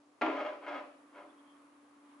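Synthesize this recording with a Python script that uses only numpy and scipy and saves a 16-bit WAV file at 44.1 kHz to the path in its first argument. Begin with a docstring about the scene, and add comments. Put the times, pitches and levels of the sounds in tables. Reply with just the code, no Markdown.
"""A plant pot is set down on a light shelf in a small room, then pushed into place in three short scrapes.
Its rim knocks and rattles as it lands, and its base sticks and slips as it slides.
Both make pot and shelf ring together, and the room echoes. Afterwards the leaves rustle faintly.
A small fan hums nearby, over a quiet hiss and a soft rush of air."""
import sys
import numpy as np
from scipy import signal
from scipy.fft import rfft, irfft
from scipy.io import wavfile

SR = 44100
rng = np.random.default_rng(int(sys.argv[2]) if len(sys.argv) > 2 else 0)


def materialize(psi):
    """Save the field psi as 16-bit PCM at rate SR to the path in sys.argv[1].

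    A 1-D psi becomes a single channel; in a 2-D psi each row is a channel.
    """
    bounded = np.clip(np.atleast_2d(psi).T, -1, 1)
    quanta = np.round(bounded * 32767).astype(np.int16)
    wavfile.write(sys.argv[1], SR, quanta)


N = 97020   # 2.2 seconds
T = np.arange(N) / SR


def pot():
    """Knocking and sliding make pot and shelf ring and clatter, and the room answers."""
    struck, rubbed = knocks(POT_KNOCKS), slips()
    tones = ringing_tones(struck, rubbed)
    echo = from_db(-19) * heard(tones, room_response())
    return tones + echo + clatter(rubbed)


# The pot lands, rocks and bumps. Each row: start in seconds, level in dB, brightness in Hz.
POT_KNOCKS = [(0.2126, -8.5, 7240), (0.2170, -2, 4560), (0.2206, 1.5, 1700), (0.2256, 0, 443),
              (0.2288, 0, 455), (0.2368, -17, 490), (0.2488, -7, 1000), (0.2630, 0, 1005),
              (0.2799, -4, 400), (0.2987, -5, 613), (0.3280, -21, 800), (0.3680, -13.5, 2500),
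              (0.411, -18, 3500), (0.627, -26.5, 1200), (1.222, -22, 450), (1.247, -27, 600)]

def knocks(rows):
    """Each knock is a short pulse of force; a softer contact lasts longer and sounds duller."""
    force = np.zeros(N)
    for start, db, brightness_hz in rows:
        click = np.arange(N) == int(start * SR)
        decay = np.exp(-2 * np.pi * brightness_hz / SR)
        force += from_db(db) * signal.lfilter([1 - decay], [1, -decay], click + 1e-18)
    return force


# One list for each push. Each row: time in seconds, friction level in dB, extra bass in dB.
POT_PUSHES = [
    [(0.235, -6, 3.5), (0.29, -1.5, 4), (0.34, -3.5, 4.5), (0.39, -0.5, -0.5), (0.412, 1, -19),
     (0.44, -4, -6), (0.464, 0, -4), (0.50, -8, -6), (0.555, -10.5, -1), (0.58, -41, -6)],
    [(0.612, -12.5, -4), (0.630, -6, -7), (0.655, -6.5, -14), (0.674, 1, -16), (0.71, -3.5, -2),
     (0.745, -0.5, 1), (0.78, -4.5, 3), (0.818, -13, -1), (0.832, -14, 2)],
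    [(1.122, -23.5, 7), (1.150, -14.5, -2), (1.175, -12.5, 10), (1.21, -17, 11), (1.235, -22, 3),
     (1.255, -38, 7)],
]

def slips(slips_per_second=400, jitter=.35, spread_db=2.5, bass_hz=360, treble_hz=800):
    """The base sticks and slips, making a fast, uneven run of clicks that dulls as each push eases."""
    gap_chance, size_chance = rng.standard_normal((4000, 2)).T
    starts = np.cumsum(np.exp(jitter * gap_chance)) / slips_per_second
    at = (starts[starts < T[-1]] * SR).astype(int)
    clicks = np.zeros(N)
    clicks[at] = from_db(spread_db * np.clip(size_chance[:len(at)], -2, 2))
    bass = signal.sosfiltfilt(signal.butter(3, bass_hz, fs=SR, output="sos"), clicks + 1e-18)
    middle = signal.sosfilt(signal.butter(1, treble_hz, fs=SR, output="sos"), clicks - bass)
    treble = clicks - bass - middle
    force = np.zeros(N)
    for push in POT_PUSHES:
        times, db, bass_db = np.transpose(push)
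        effort = from_db(np.interp(T, times, db, left=-np.inf, right=-np.inf))
        bass_gain = from_db(np.interp(T, times, bass_db))
        treble_gain = (effort / effort.max()) ** 0.59
        force += effort * (bass_gain * bass + middle + treble_gain * treble)
    return force


# The tones of pot and shelf. Each row: pitch in Hz, level when knocked in dB,
# level when rubbed in dB, seconds to fade by 60 dB.
POT_TONES = [(264, -10, -11.5, 0.75), (278, -8, -5, .6), (320.5, 0, -13.5, 0.46), (409.3, -7.5, -34, 0.84),
             (494.6, -29.5, -12, 0.49), (583, -28.5, 1, 0.47), (615, -6, 6, 0.16), (672, -2, -2, .12),
             (721.7, 2, -7, .32), (802, -30, -5.5, 0.35), (828.5, -9, -0.5, 0.19), (969, 1, 1, 0.16),
             (1006.5, -10.5, 4, 0.2), (1156, 2.5, -15, 0.086), (1233, -3, 1, 0.2), (1255, -7, 5, 0.057),
             (1382, -3, -14, 0.3), (1620, -22, -7, 0.4), (2150, -1.5, 4, 0.068), (2834, -14.5, -6.5, 0.077),
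             (3130, -7.5, -5.5, 0.055), (3350, -25, -12.5, 0.17), (5420, -28, -24, 0.077)]

def ringing_tones(struck, rubbed, knock_db=-36.5, scrape_db=-56.5):
    """Pot and shelf vibrate together at their own natural pitches."""
    tones = np.zeros(N)
    for k, (hz, hit_db, rub_db, fade_s) in enumerate(POT_TONES):
        force = from_db(knock_db + hit_db) * struck + from_db(scrape_db + rub_db) * rubbed
        tones += (-1) ** k * ring(force, hz, fade_s)   # neighbours swing opposite ways
    return signal.sosfilt(signal.butter(4, 230, "high", fs=SR, output="sos"), tones)


# The many short rings between those tones, for knocks and for scrapes.
# Each row: frequency in Hz, relative level in dB.
KNOCK_SPECTRUM = [(50, -40.5), (110, -25), (200, -30), (280, -3), (450, -7), (650, 0.5), (1250, -5),
                  (1750, -7.5), (2500, -6.5), (3400, -16), (4200, -23.5), (6500, -35.5), (11000, -49)]
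SCRAPE_SPECTRUM = [(50, -56), (110, -33), (220, -13.5), (285, 0.5), (430, -9), (620, 8.5), (900, -3),
                   (1300, 3), (1850, -6), (2300, -7.5), (2950, -15), (3300, -17), (3750, -22.5),
                   (5500, -31), (9000, -48.5)]

def clatter(rubbed, spots=4, knock_db=-0.5, scrape_db=-17.5):
    """Knocks and slips fall on several spots of the base, and each spot sounds a little different."""
    slip_spot = rng.integers(0, spots, N)
    hits = colour(np.array([knocks(POT_KNOCKS[k::spots]) for k in range(spots)]), KNOCK_SPECTRUM)
    rubs = colour(np.array([rubbed * (slip_spot == k) for k in range(spots)]), SCRAPE_SPECTRUM)
    contacts = from_db(knock_db) * hits + from_db(scrape_db) * rubs
    return sum(heard(contact, spot_response()) for contact in contacts)


def spot_response(direct_db=-9, ring_db=-4.5, room_db=-4.5, fade_s=0.044):
    """A tap on one spot reaches the ears as a direct click, a short noisy ring and the room's echo."""
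    noise = rng.standard_normal(N) + from_db(-10.5) * diffuse()   # a little stereo width
    body = from_db(ring_db) * rms_one(noise * fade(fade_s)) / np.sqrt(N)
    body[:, 0] += from_db(direct_db)
    return body + from_db(room_db) * room_response()


# The leaves' swishes. Each row: time of the peak in seconds, length in seconds, level in dB,
# centre frequency in Hz, width of the band in Hz.
LEAF_SWISHES = [(1.308, .04, -74, 3400, 233), (1.395, 0.04, -74.5, 3310, 353),
                (1.5, 0.083, -72.5, 3250, 278), (1.565, .04, -81, 3270, 247),
                (2.112, 0.092, -74, 2530, 1900)]

def leaves():
    """Leaves brush each other in narrow bands of noise that swell and fade."""
    sound = 0
    for peak, length, db, hz, width in LEAF_SWISHES:
        band = signal.butter(2, [hz - width / 2, hz + width / 2], "band", fs=SR, output="sos")
        swell = np.exp(-(2 * (T - peak) / length) ** 2)
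        sound += from_db(db) * swell * rms_one(signal.sosfilt(band, diffuse()))
    return sound


# The tone of the fan's blades. Each row: time in seconds, pitch in Hz, level in dB.
BLADE_TONE = [(0, 290.7, -65.5), (0.08, 293.4, -66.5), (0.14, 295.7, -77), (0.602, 291, -63.5),
              (1.05, 292, -64.5), (1.348, 289, -63), (1.7, 288.7, -64), (1.85, 288.3, -63.5),
              (2.2, 287.5, -61)]
# Its overtones. Each row: multiple of the pitch, level next to the main tone in dB.
BLADE_OVERTONES = [(2, -17), (3, -19.5), (4, -27)]

def fan(waver_hz=1.0, waver_db=0.1, hum_hz=100, hum_db=-95.5):
    """Turning blades make a wavering tone with weak overtones, over a low hum."""
    times, hz, db = np.transpose(BLADE_TONE)
    pitch = np.interp(T, times, hz) + waver_hz * drift(3.9)
    phase = 2 * np.pi * np.cumsum(pitch) / SR
    tone = np.sin(phase)
    for multiple, overtone_db in BLADE_OVERTONES:
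        tone += from_db(overtone_db + 1.4 * drift(12)) * np.sin(multiple * phase)
    gain = from_db(np.interp(T, times, db) - waver_db * drift(6.4))
    hum = from_db(hum_db) * np.sin(2 * np.pi * hum_hz * T)
    return np.sqrt(2) * (gain * tone + hum)


# The steady air and the soft rush. Each row: frequency in Hz, relative level in dB.
AIR_SPECTRUM = [(30, -25), (60, -25), (90, -11.5), (190, -4.5), (265, 6), (420, 4), (620, 5), (1100, -6),
                (2000, -11.5), (4000, -12), (7000, -14.5), (11000, -25)]
RUSH_SPECTRUM = [(100, -46), (200, -15.5), (270, 6.5), (420, -10), (800, -5), (1120, 2.5), (1500, -7),
                 (2200, -11.5), (3200, -18.5), (5000, -33.5), (10000, -21)]
# How the rush swells. Each row: time in seconds, level in dB.
RUSH_SWELL = [(0, -72.5), (0.2, -69), (1.0, -64.5), (1.3, -64), (1.55, -63.5), (1.8, -66), (2.0, -66),
              (2.12, -64), (2.2, -62.5)]

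def air(steady_db=-71):
    """Steady room noise lies under a soft rush that slowly swells."""
    steady = from_db(steady_db) * colour(diffuse(), AIR_SPECTRUM)
    rush_gain = from_db(np.interp(T, *np.transpose(RUSH_SWELL)))
    return steady + rush_gain * colour(diffuse(), RUSH_SPECTRUM)


# The room's echo. Each row: frequency in Hz, seconds to fade by 60 dB,
# how alike the two ears are from 0 to 1.
ROOM_ECHO = [(97, 0.13, 0.81), (296, 0.91, 0.87), (655, 0.57, 0.48), (1300, 0.45, 0.2), (2780, 0.5, 0.18),
             (5530, 0.84, 0.21), (9900, 0.37, 0.29)]

def room_response(build_s=0.0028):
    """Echoes from the walls build up quickly, then each band fades at its own speed."""
    tail = sum(band * fade(at_hz(ROOM_ECHO, hz)) for hz, band in diffuse_bands())
    return rms_one(tail * (1 - np.exp(-T / build_s))) / np.sqrt(N)


def diffuse_bands():
    """Stereo noise in bands, most alike in both ears in the bass; gives (centre in Hz, noise) pairs."""
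    edges_hz = [0, 140, 280, 560, 1120, 2240, 4480, 8960, SR / 2]
    mid, side = rfft(rng.standard_normal((2, N)))
    hz = np.arange(len(mid)) * SR / N
    alike = at_hz(ROOM_ECHO, hz, column=2)
    ears = np.sqrt((1 + alike) / 2) * mid + np.sqrt((1 - alike) / 2) * side * [[1], [-1]]
    return [((low + high) / 2, irfft(ears * (hz >= low) * (hz < high), N))
            for low, high in zip(edges_hz, edges_hz[1:])]


def diffuse():
    """White stereo noise arriving from all round."""
    return sum(band for _, band in diffuse_bands())


def heard(x, response):
    """Give every sample of a sound the same stereo echo."""
    return signal.fftconvolve(x[None], response[:, :N // 3], axes=1)[:, :N]


def ring(force, hz, fade_s):
    """Each click of force starts a sine wave that dies away."""
    decay = np.exp(-np.log(1000) / (fade_s * SR))
    step = 2 * np.pi * hz / SR
    return signal.lfilter([0, np.sin(step)], [1, -2 * decay * np.cos(step), decay ** 2], force + 1e-18)


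def colour(x, spectrum, size=2 ** 18):
    """Shape a sound's bass and treble by a table; white noise keeps its power."""
    gains = rms_one(from_db(at_hz(spectrum, np.arange(size // 2 + 1) * SR / size)))
    cepstrum = irfft(np.log(gains))
    # Folding onto the first half makes the filter ring only after a click, never before.
    cepstrum[1:size // 2] *= 2
    cepstrum[size // 2 + 1:] = 0
    return irfft(rfft(x, size) * np.exp(rfft(cepstrum)))[..., :N]


def drift(rate_hz):
    """A slow random wander with a typical size of 1."""
    r = np.exp(-2 * np.pi * rate_hz / SR)
    return rms_one(signal.lfilter([1], [1, -2 * r, r * r], rng.standard_normal(2 * N))[N:])


def fade(seconds):
    """A curve that falls by 60 dB in the given time."""
    return np.exp(-np.log(1000) * T / seconds)


def at_hz(rows, hz, column=1):
    """Read between a table's rows, with octaves evenly spaced."""
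    table = np.array(rows)
    return np.interp(np.log(np.maximum(hz, 1)), np.log(table[:, 0]), table[:, column])


def from_db(db):
    """Turn decibels into a number to multiply by."""
    return 10 ** (np.asarray(db) / 20)


def rms_one(x):
    """Scale a signal to an average power of 1."""
    return x / np.sqrt(np.mean(x ** 2) + 1e-20)


def scene(right_lag_samples=1.28):
    """Pot and fan sit a little to the left, with air and leaves all round."""
    left, right = (pot() + fan()) * from_db([[.3], [-.3]])
    late_right = np.interp(T - right_lag_samples / SR, T, right)
    return np.array([left, late_right]) + air() + leaves()


def record(dry, cutoff_hz=11080):
    """The highest treble is cut off steeply."""
    return signal.sosfilt(signal.ellip(12, .1, 70, cutoff_hz, fs=SR, output="sos"), dry)


dry = scene()
out = record(dry)
materialize(out)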